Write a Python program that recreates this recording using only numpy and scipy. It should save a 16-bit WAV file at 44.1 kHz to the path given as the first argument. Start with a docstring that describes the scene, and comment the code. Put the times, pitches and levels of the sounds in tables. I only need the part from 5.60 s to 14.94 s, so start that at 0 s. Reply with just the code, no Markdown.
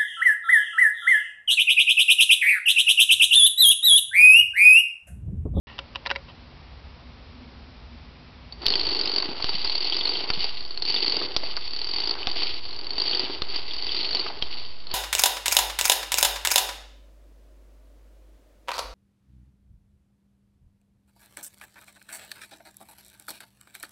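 """On a wooden table, rows of small plastic dominoes topple after fingers rub and bump a camera's shell.
Each impact excites damped normal modes: tile clacks on tile in a travelling front, fallen tiles rattle,
slide and drum on the board, and a stack crashes down at the end of every row but the last.
A small mono microphone with a sharp treble resonance and no top hears it over hiss, hum and hand rumble."""
import sys
import numpy as np
from scipy import signal
from scipy.fft import rfft, irfft
from scipy.io import wavfile
from scipy.ndimage import uniform_filter1d

SR = 44100
rng = np.random.default_rng(int(sys.argv[2]) if len(sys.argv) > 2 else 0)


def master_out(mix):
    """Clip the mix to full scale and print it as 16-bit PCM to the path in sys.argv[1]."""
    frames = np.transpose(np.atleast_2d(mix))
    ceiling = np.clip(frames, -1, 1)
    pcm = np.round(ceiling * 32767).astype(np.int16)
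    wavfile.write(sys.argv[1], SR, pcm)


N = 411894
TIME = np.arange(N) / SR
ONSET_S, ROOM_T60_S = .07, 0.24


def from_db(db):
    """Amplitude ratio of a level in decibels."""
    return 10 ** (np.asarray(db) / 20)


def unit_rms(x):
    """Normalisation to unit mean power."""
    return x / np.sqrt(np.mean(x ** 2) + 1e-20)


def at_level(sound, db, size=220):
    """Energy normalisation: db is the rms level if all the energy came within 5 ms."""
    return from_db(db) * sound / np.sqrt(np.sum(sound ** 2) / size + 1e-20)


def at_peak(sound, db):
    """Peak normalisation."""
    return from_db(db) * sound / np.abs(sound).max()


def add(track, s, sound):
    """Linear superposition of a sound starting at time s."""
    i = max(int(s * SR), 0)
    track[i:i + len(sound)] += sound[:max(N - i, 0)]


def lowpass(x, hz, order=2):
    """Maximally flat low-pass filter."""
    return signal.sosfilt(signal.butter(order, hz, fs=SR, output="sos"), x)


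def resonate(x, hz, width_hz):
    """A driven, damped oscillator with unit gain at resonance."""
    r = np.exp(-np.pi * width_hz / SR)
    feedback = [1, -2 * r * np.cos(2 * np.pi * hz / SR), r * r]
    return signal.lfilter(np.array([1, 0, -1]) * (1 - r * r) / 2, feedback, x + 1e-18)


def body(x, modes):
    """Modal superposition: parallel resonances with alternating signs."""
    return sum((-1) ** k * from_db(db) * resonate(x, hz, width)
               for k, (hz, width, db) in enumerate(modes))


def noise(spectrum):
    """Spectral shaping of white noise, to unit rms."""
    hz, db = np.transpose(spectrum)
    bins = np.maximum(np.fft.rfftfreq(N, 1 / SR), 1)
    gain = from_db(np.interp(np.log(bins), np.log(hz), db))
    return unit_rms(irfft(rfft(rng.standard_normal(N)) * gain, N))


def contact(bounce, settle_s, room_db, size=7000, rebounds_per_s=1200):
    """Inelastic impact: an impulse, dwindling rebounds and an exponential reverberant tail."""
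    t = np.arange(size) / SR
    rebounds = rng.uniform(-2, 2, size) * (rng.random(size) < rebounds_per_s / SR)
    force = bounce * rebounds * np.exp(-t / settle_s)
    force[0] = 1
    tail = rng.standard_normal(size) * from_db(-60 * t / ROOM_T60_S)
    return force + from_db(room_db) * tail * np.sqrt(np.sum(force ** 2) / np.sum(tail ** 2))


def grains(per_s, spread_db, modes):
    """Shot noise: random impulses excite a body's modes; the running rms is held at 1."""
    sizes = from_db(spread_db * np.minimum(rng.exponential(1, N), 4)) * rng.choice([-1, 1], N)
    sound = body(sizes * (rng.random(N) < per_s / SR), modes)
    return sound / np.sqrt(np.abs(uniform_filter1d(sound ** 2, size=2600)) + 1e-12)


# spectral densities of the hiss and the hand rumble: f/Hz, relative level/dB
HISS_SPECTRUM = [(150, -4), (300, 2), (600, 2), (1050, 1.5), (1550, -3.5), (2400, -2), (3100, -4.5),
                 (5200, -4), (6200, -12.5)]
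RUMBLE_SPECTRUM = [(20, -13.5), (35, -8), (50, 4), (68, 5.5), (95, -5), (150, -6.5), (200, -14),
                   (400, -47.5)]


def background(hiss_db=-51, rumble_db=-46.5, hum_db=-56.5, sink_s=0.33):
    """Broadband hiss and hand rumble with a narrowband noise hum; all sink as the first row falls."""
    sunk = 1 - np.exp(-np.maximum(TIME - ROWS[0][0], 0) / sink_s)
    swell_db = 7.9 * np.exp(-((TIME - 1.89) / 0.16) ** 2)   # the hum swells once
    narrowband = unit_rms(resonate(rng.standard_normal(N), hz=240, width_hz=22))
    hum = from_db(hum_db - 8 * sunk + swell_db) * narrowband
    hiss = from_db(hiss_db - 2.5 * sunk) * noise(HISS_SPECTRUM)
    rumble = from_db(rumble_db - 7 * sunk) * noise(RUMBLE_SPECTRUM)
    return (hiss + rumble + hum) * (TIME > ONSET_S)


# modes of the camera shell: f/Hz, bandwidth/Hz, gain/dB
SHELL_MODES = [(416, 150, -7.5), (549, 16, 6.5), (996, 165, 5.5), (1380, 65, 3), (1850, 150, 2),
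               (2290, 20, -4.5), (2730, 230, -1.5), (3940, 98, 0), (4470, 1100, -11)]
# a finger slides over the shell: t/s, half duration/s, level/dB, f/Hz
FINGER_RUBS = [(0.095, 0.067, -47.5, 2460), (0.698, 0.015, -45, 3140)]


def finger_rubs(ring_width_hz=600, ring_db=-3):
    """Friction of skin drives the shell's modes with fine impulses; one partial stands out."""
    friction = grains(per_s=3000, spread_db=2.0, modes=SHELL_MODES)
    out = np.zeros(N)
    for s, half_s, db, hz in FINGER_RUBS:
        ring = from_db(ring_db) * unit_rms(resonate(friction, hz, ring_width_hz))
        envelope = from_db(db) * np.exp(-((TIME - s) / half_s) ** 2)
        out += envelope * unit_rms(friction + ring)
    return out * (TIME > ONSET_S)


# fingers knock on the shell: t/s, level/dB, f/Hz
FINGER_BUMPS = [(0.1895, -26.5, 3010), (0.3574, -25, 2800), (0.4612, -24.5, 2160), (0.4698, -26, 3900),
                (0.502, -23.5, 2640), (0.5125, -19.5, 1470), (0.5597, -25, 2100)]


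def finger_bumps(ring_width_hz=240):
    """Impulse response of the shell, excited three times in quick succession to a creaking knock."""
    out = np.zeros(N)
    for s, db, hz in FINGER_BUMPS:
        for delay_s, part_db in [(-.007, -12), (0, 0), (.004, -11.5)]:   # graze, bump, rebound
            force = contact(bounce=0.58, settle_s=0.0033, room_db=-21.0)
            shell = at_level(body(force, SHELL_MODES), 0)
            ring = at_level(resonate(force, hz, ring_width_hz), 0)
            add(out, s + delay_s, at_level(shell + ring, db + part_db))
    return out


# modes of a plastic tile: f/Hz, bandwidth/Hz, gain/dB
TILE_MODES = [(1980, 220, -9), (2862, 665, -1.5), (4200, 1440, -1), (5200, 230, -37.5)]
MAIN_HZ, MAIN_WIDTH_HZ, MAIN_DB = 4580, 169, 10.16   # the resonance that every tile excites


def struck_tile(force, scatter_db=1.5, detune=0.023):
    """Modal response varies with the point of impact: each mode takes a random pitch and strength."""
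    chance = np.clip(rng.standard_normal((len(TILE_MODES), 2)), -2, 2)
    modes = [(hz * (1 + detune * sharp), width, db + scatter_db * strong)
             for (hz, width, db), (sharp, strong) in zip(TILE_MODES, chance)]
    return body(force, modes)


def surge(s, surge_s, rise_s=0.043):
    """Sigmoid growth from 0 to 1 as the toppling front gathers force."""
    return (1 + np.tanh((s - surge_s) / rise_s)) / 2


# toppling fronts: start t/s, surge t/s, end t/s, then relative level/dB of the clacks before the surge,
# the clacks after it, the final rattle, the first drumming, the final drumming
ROWS = [(3.03, 3.03, 3.644, -21.5, -14, -32, -40.5, -40),
        (4.019, 4.23, 4.594, -15.5, -15, -29.5, -49, -40.5),
        (4.977, 5.24, 5.566, -29, -14, -27.5, -60.5, -37), (6.032, 6.33, 6.53, -18.5, -15, -32, -62, -42.5),
        (7.051, 7.37, 7.595, -24.5, -14, -27.5, -53.5, -38.5),
        (8.079, 8.30, 8.594, -21.5, -18, -28.5, -53.5, -39.5),
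        (9.267, 9.30, 9.34, -45, -21, -30.5, -66, -46.5)]


def front_strikes(slow_step_s=.027, fast_step_s=.02, face_hz=4455, edge_hz=3390, edge_share=.08):
    """A chain reaction, faster and louder after its surge, links the hard clacks: t/s, level/dB, f/Hz."""
    strikes = []
    for start, surge_s, end, soft_db, full_db, *_ in ROWS:
        marks = [start] + [s for s, *_ in HARD_CLACKS if start < s < end] + [end]
        for a, b in zip(marks, marks[1:]):
            step_s = slow_step_s + (fast_step_s - slow_step_s) * surge((a + b) / 2, surge_s)
            steps = int(round((b - a) / step_s))
            for s in np.linspace(a, b, steps + 1)[1:-1]:
                late, strong, sharp = np.clip(rng.standard_normal(3), -2, 2)
                hz = edge_hz if rng.random() < edge_share else face_hz   # edge-on hits ring lower
                db = soft_db + (full_db - soft_db) * surge(s, surge_s)
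                strikes.append((s + .0015 * late, db + 2.5 * strong, hz + 141 * sharp))
    return strikes


# resonances of the board, and of tiles sliding on it: f/Hz, bandwidth/Hz, gain/dB
BOARD_MODES = [(140, 11, -1.5), (255, 230, 0.5), (377, 123, 13), (469, 130, -7.5)]
SLIDE_MODES = [(757, 425, 2), (1042, 420, 5.5), (1296, 760, -1)]
# strikes that stand out from the clatter: t/s, relative level/dB, ring f/Hz
HARD_CLACKS = [(2.9234, -25, 4570), (3.018, -26, 4520), (3.0823, -9, 4540), (3.1031, -10, 4360),
               (3.1547, -8, 4630), (3.2128, -13, 4380), (3.2512, -18, 4580), (3.3286, -13.5, 4570),
               (3.3661, -13.5, 4430), (3.4121, -11.5, 4680), (3.456, -13, 4820), (3.495, -14.5, 4500),
               (3.561, -10, 4570), (3.5807, -9.5, 4590), (3.8233, -15, 4490), (3.8918, -12.5, 4610),
               (4.0462, -13, 4740), (4.0966, -13, 4320), (4.1524, -11.5, 4440), (4.2054, -16, 4520),
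               (4.2454, -13.5, 4400), (4.2974, -13.5, 4630), (4.323, -13, 3250), (4.3889, -14, 4430),
               (4.4536, -10, 4370), (4.4923, -10, 4600), (4.735, -16, 4410), (4.8421, -12, 4640),
               (5.006, -21.5, 4400), (5.0501, -23.5, 4470), (5.1074, -21, 4500), (5.1746, -18, 4400),
               (5.222, -12, 4430), (5.2777, -14, 4570), (5.2992, -11, 4480), (5.3419, -8.5, 4570),
               (5.4266, -12.5, 4566), (5.4969, -15, 4410), (5.5668, -10, 4660), (5.835, -19, 4600),
               (5.9665, -14, 4500), (6.0521, -22.5, 4620), (6.2697, -17.5, 4550), (6.3131, -18, 4440),
               (6.3612, -12.5, 4523), (6.4023, -13.5, 4520), (6.4733, -12, 4650), (6.5095, -10.5, 4510),
               (6.6298, -20.5, 2940), (6.7134, -16, 4530), (6.8329, -11.5, 4500), (7.0526, -22.5, 4470),
               (7.0872, -24, 4505), (7.1278, -23, 4340), (7.1627, -24, 4590), (7.2674, -19.5, 4560),
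               (7.3057, -15.5, 4410), (7.3808, -11, 4580), (7.418, -10, 4624), (7.4772, -13.5, 4560),
               (7.5479, -11, 4614), (7.5946, -11, 4700), (7.9605, -13, 4740), (8.2234, -18.5, 4528),
               (8.2662, -15.5, 4633), (8.3465, -14, 4610), (8.4511, -16, 4370), (8.5483, -8, 4570),
               (8.5946, -13.5, 4470), (9.2692, -25.5, 4280), (9.312, -19.5, 4390)]


def clacks(softness_hz=800, crest_db=7.5):
    """Free vibration after impact: a tile snaps, rings and couples through its foot to the board."""
    out = np.zeros(N)
    for s, db, hz in list(HARD_CLACKS) + front_strikes():
        force = contact(bounce=0.7, settle_s=0.0044, room_db=-11.5)
        width_hz = 105 + 0.44 * abs(hz - MAIN_HZ)   # damping is least at the main resonance
        ring = resonate(force, hz, width_hz)
        ring = resonate(ring, hz, softness_hz)   # a soft contact rounds the attack
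        ping = resonate(force, MAIN_HZ + MAIN_WIDTH_HZ * rng.uniform(-.5, 0.4), width_hz=22)
        plastic = at_level(struck_tile(force), 0) + at_level(ring, 8) + at_level(ping, -11)
        wood = at_level(body(force, BOARD_MODES), -19) + at_level(body(force, SLIDE_MODES), -18)
        add(out, s, from_db(db - crest_db) * (at_level(plastic, 0) + wood))
    return out


def fade_db(start, end, fall_db_per_s, rise_db_per_s=405):
    """Exponential growth up to start and decay after end, as straight slopes in decibels."""
    return -rise_db_per_s * np.maximum(start - TIME, 0) - fall_db_per_s * np.maximum(TIME - end, 0)


# crashed stacks spill their tiles: peak t/s, then relative level/dB of rattle, drumming, sliding
SPILLS = [(3.94, -28, -51, -44), (4.84, -26.5, -57, -44.5), (5.89, -31.5, -51.5, -45.5),
          (6.84, -26, -42.5, -43.5), (7.961, -31.5, -48.5, -44.5), (8.96, -32, -59, -48.5)]


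def settling_gains(slide_db=-43.5, slide_hold_s=0.077):
    """Incoherent sources add in power: envelopes of rattle, drumming and sliding for rows and spills."""
    power = np.zeros((3, N))
    for start, surge_s, end, soft_db, full_db, rattle_db, first_drum_db, last_drum_db in ROWS:
        force_db = (soft_db - full_db) * (1 - surge(TIME, surge_s))
        pile_db = np.interp(TIME, [start, end], [first_drum_db - last_drum_db, 0])   # tiles pile up
        rattle = rattle_db + 1.2 * force_db + fade_db(start, end, fall_db_per_s=59.5)
        drum = last_drum_db + pile_db + fade_db(start, end, fall_db_per_s=40.5)
        slide = slide_db + 0.66 * pile_db + fade_db(start, end + slide_hold_s, fall_db_per_s=41)
        power += from_db([rattle, drum, slide]) ** 2
    for s, *levels_db in SPILLS:
        swell = from_db(fade_db(s, s, fall_db_per_s=65.5, rise_db_per_s=70))
        power += np.outer(from_db(levels_db), swell) ** 2
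    return np.sqrt(power)


def settling(clump_hz=22.2):
    """Amplitude-modulated shot noise: fallen tiles rattle, drum and slide in fits and starts."""
    rattle_gain, drum_gain, slide_gain = settling_gains()
    clumps = np.clip(unit_rms(lowpass(rng.standard_normal(N), clump_hz)), -2, 2)
    rattle_modes = sorted(TILE_MODES + [(MAIN_HZ, MAIN_WIDTH_HZ, MAIN_DB)])
    rattle = from_db(2.5 * clumps - 2) * grains(per_s=1600, spread_db=3.0, modes=rattle_modes)
    drum = from_db(2.0 * clumps - 1) * grains(per_s=450, spread_db=2.0, modes=BOARD_MODES)
    slide = grains(per_s=1000, spread_db=1.5, modes=SLIDE_MODES)
    return rattle_gain * rattle + drum_gain * drum + slide_gain * slide


# the hardest hits, the first push and then the stacks at the rows' ends:
# t/s, crack peak level/dB, crack f/Hz, thump peak level/dB, ring relative level/dB, ring f/Hz
CRASHES = [(3.0652, 1, 3810, -34, -31.5, 4130), (3.843, -8, 3770, -15, -44, 4460),
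           (4.7025, -10.5, 2600, -13, -23.5, 4580), (5.7642, -5.5, 4100, -16, -24, 4800),
           (6.6708, -4.5, 3370, -19.5, -42, 4670), (7.8198, -12, 3470, -18, -29.5, 4230),
           (8.8239, -10.5, 3660, -20.5, -26, 3210)]


def crashes(thump_hz=1000, crack_width_hz=2000, ring_width_hz=130):
    """Bandwidth sets decay time: a brief broad crack, a thump of the board, a longer plastic ring."""
    out = np.zeros(N)
    for s, crack_db, crack_hz, thump_db, ring_db, ring_hz in CRASHES:
        force = contact(bounce=0.33, settle_s=0.005, room_db=-18.5)
        crack = resonate(resonate(force, crack_hz, crack_width_hz), crack_hz, 2 * crack_width_hz)
        thump = lowpass(force, thump_hz)
        ring = resonate(force, ring_hz, ring_width_hz)
        add(out, s, at_peak(crack, crack_db) - at_peak(thump, thump_db) + at_level(ring, ring_db + 3))
    return out


def bias_jolts(step=0.043, drain_s=0.93):
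    """Exponential relaxation: each crash offsets the microphone's bias, which drains slowly."""
    out = np.zeros(N)
    for s, *_ in CRASHES:
        add(out, s, step * np.exp(-TIME / drain_s))
    return out


# loose tiles land on the board: t/s, relative level/dB, f/Hz
LANDINGS = [(3.6278, -33.5, 875), (3.6894, -32, 253), (3.715, -34.5, 218), (3.800, -34, 794),
            (3.890, -36, 883), (3.944, -37, 185), (4.051, -36, 1090), (4.774, -36, 205), (4.843, -38, 392),
            (5.571, -38, 447), (5.6157, -33, 915), (5.834, -33, 606), (5.972, -32.5, 1186),
            (6.554, -35, 900), (6.673, -29.5, 720), (6.762, -35.5, 830), (6.820, -34.5, 717),
            (7.6346, -33, 337), (7.698, -33.5, 356), (8.664, -30, 868), (8.701, -35, 690)]


def landings(tick_db=-5, loss_factor=0.49):
    """Heavily damped resonance: a tile falls flat with a short wooden knock and a plastic tick."""
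    out = np.zeros(N)
    for s, db, hz in LANDINGS:
        force = contact(bounce=0.58, settle_s=0.0049, room_db=-12.5)
        knock = at_level(resonate(force, hz, loss_factor * hz), 0)
        tick = at_level(body(force, TILE_MODES), tick_db)
        add(out, s, from_db(db + 2) * (knock + tick))
    return out


def scene():
    """Superposition of background, handling and dominoes in one channel."""
    handling = background() + finger_bumps() + finger_rubs()
    tiles = settling() + landings() + crashes() + clacks()
    return (tiles + handling + bias_jolts())[None]


def record(dry):
    """Band limiting, then clipping: the loudest crack overloads and spreads above the band edge."""
    roll_off_hz, band_edge_hz, cutoff_hz, overload = 5200, 6500, 16500, .74
    dull = lowpass(dry, roll_off_hz, order=8)
    narrow = signal.sosfilt(signal.cheby2(16, 60, band_edge_hz, fs=SR, output="sos"), dull)
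    clipped = np.clip(narrow, -overload, overload)
    return signal.sosfilt(signal.cheby2(12, 70, cutoff_hz, fs=SR, output="sos"), clipped)


dry = scene()
out = record(dry)
master_out(out)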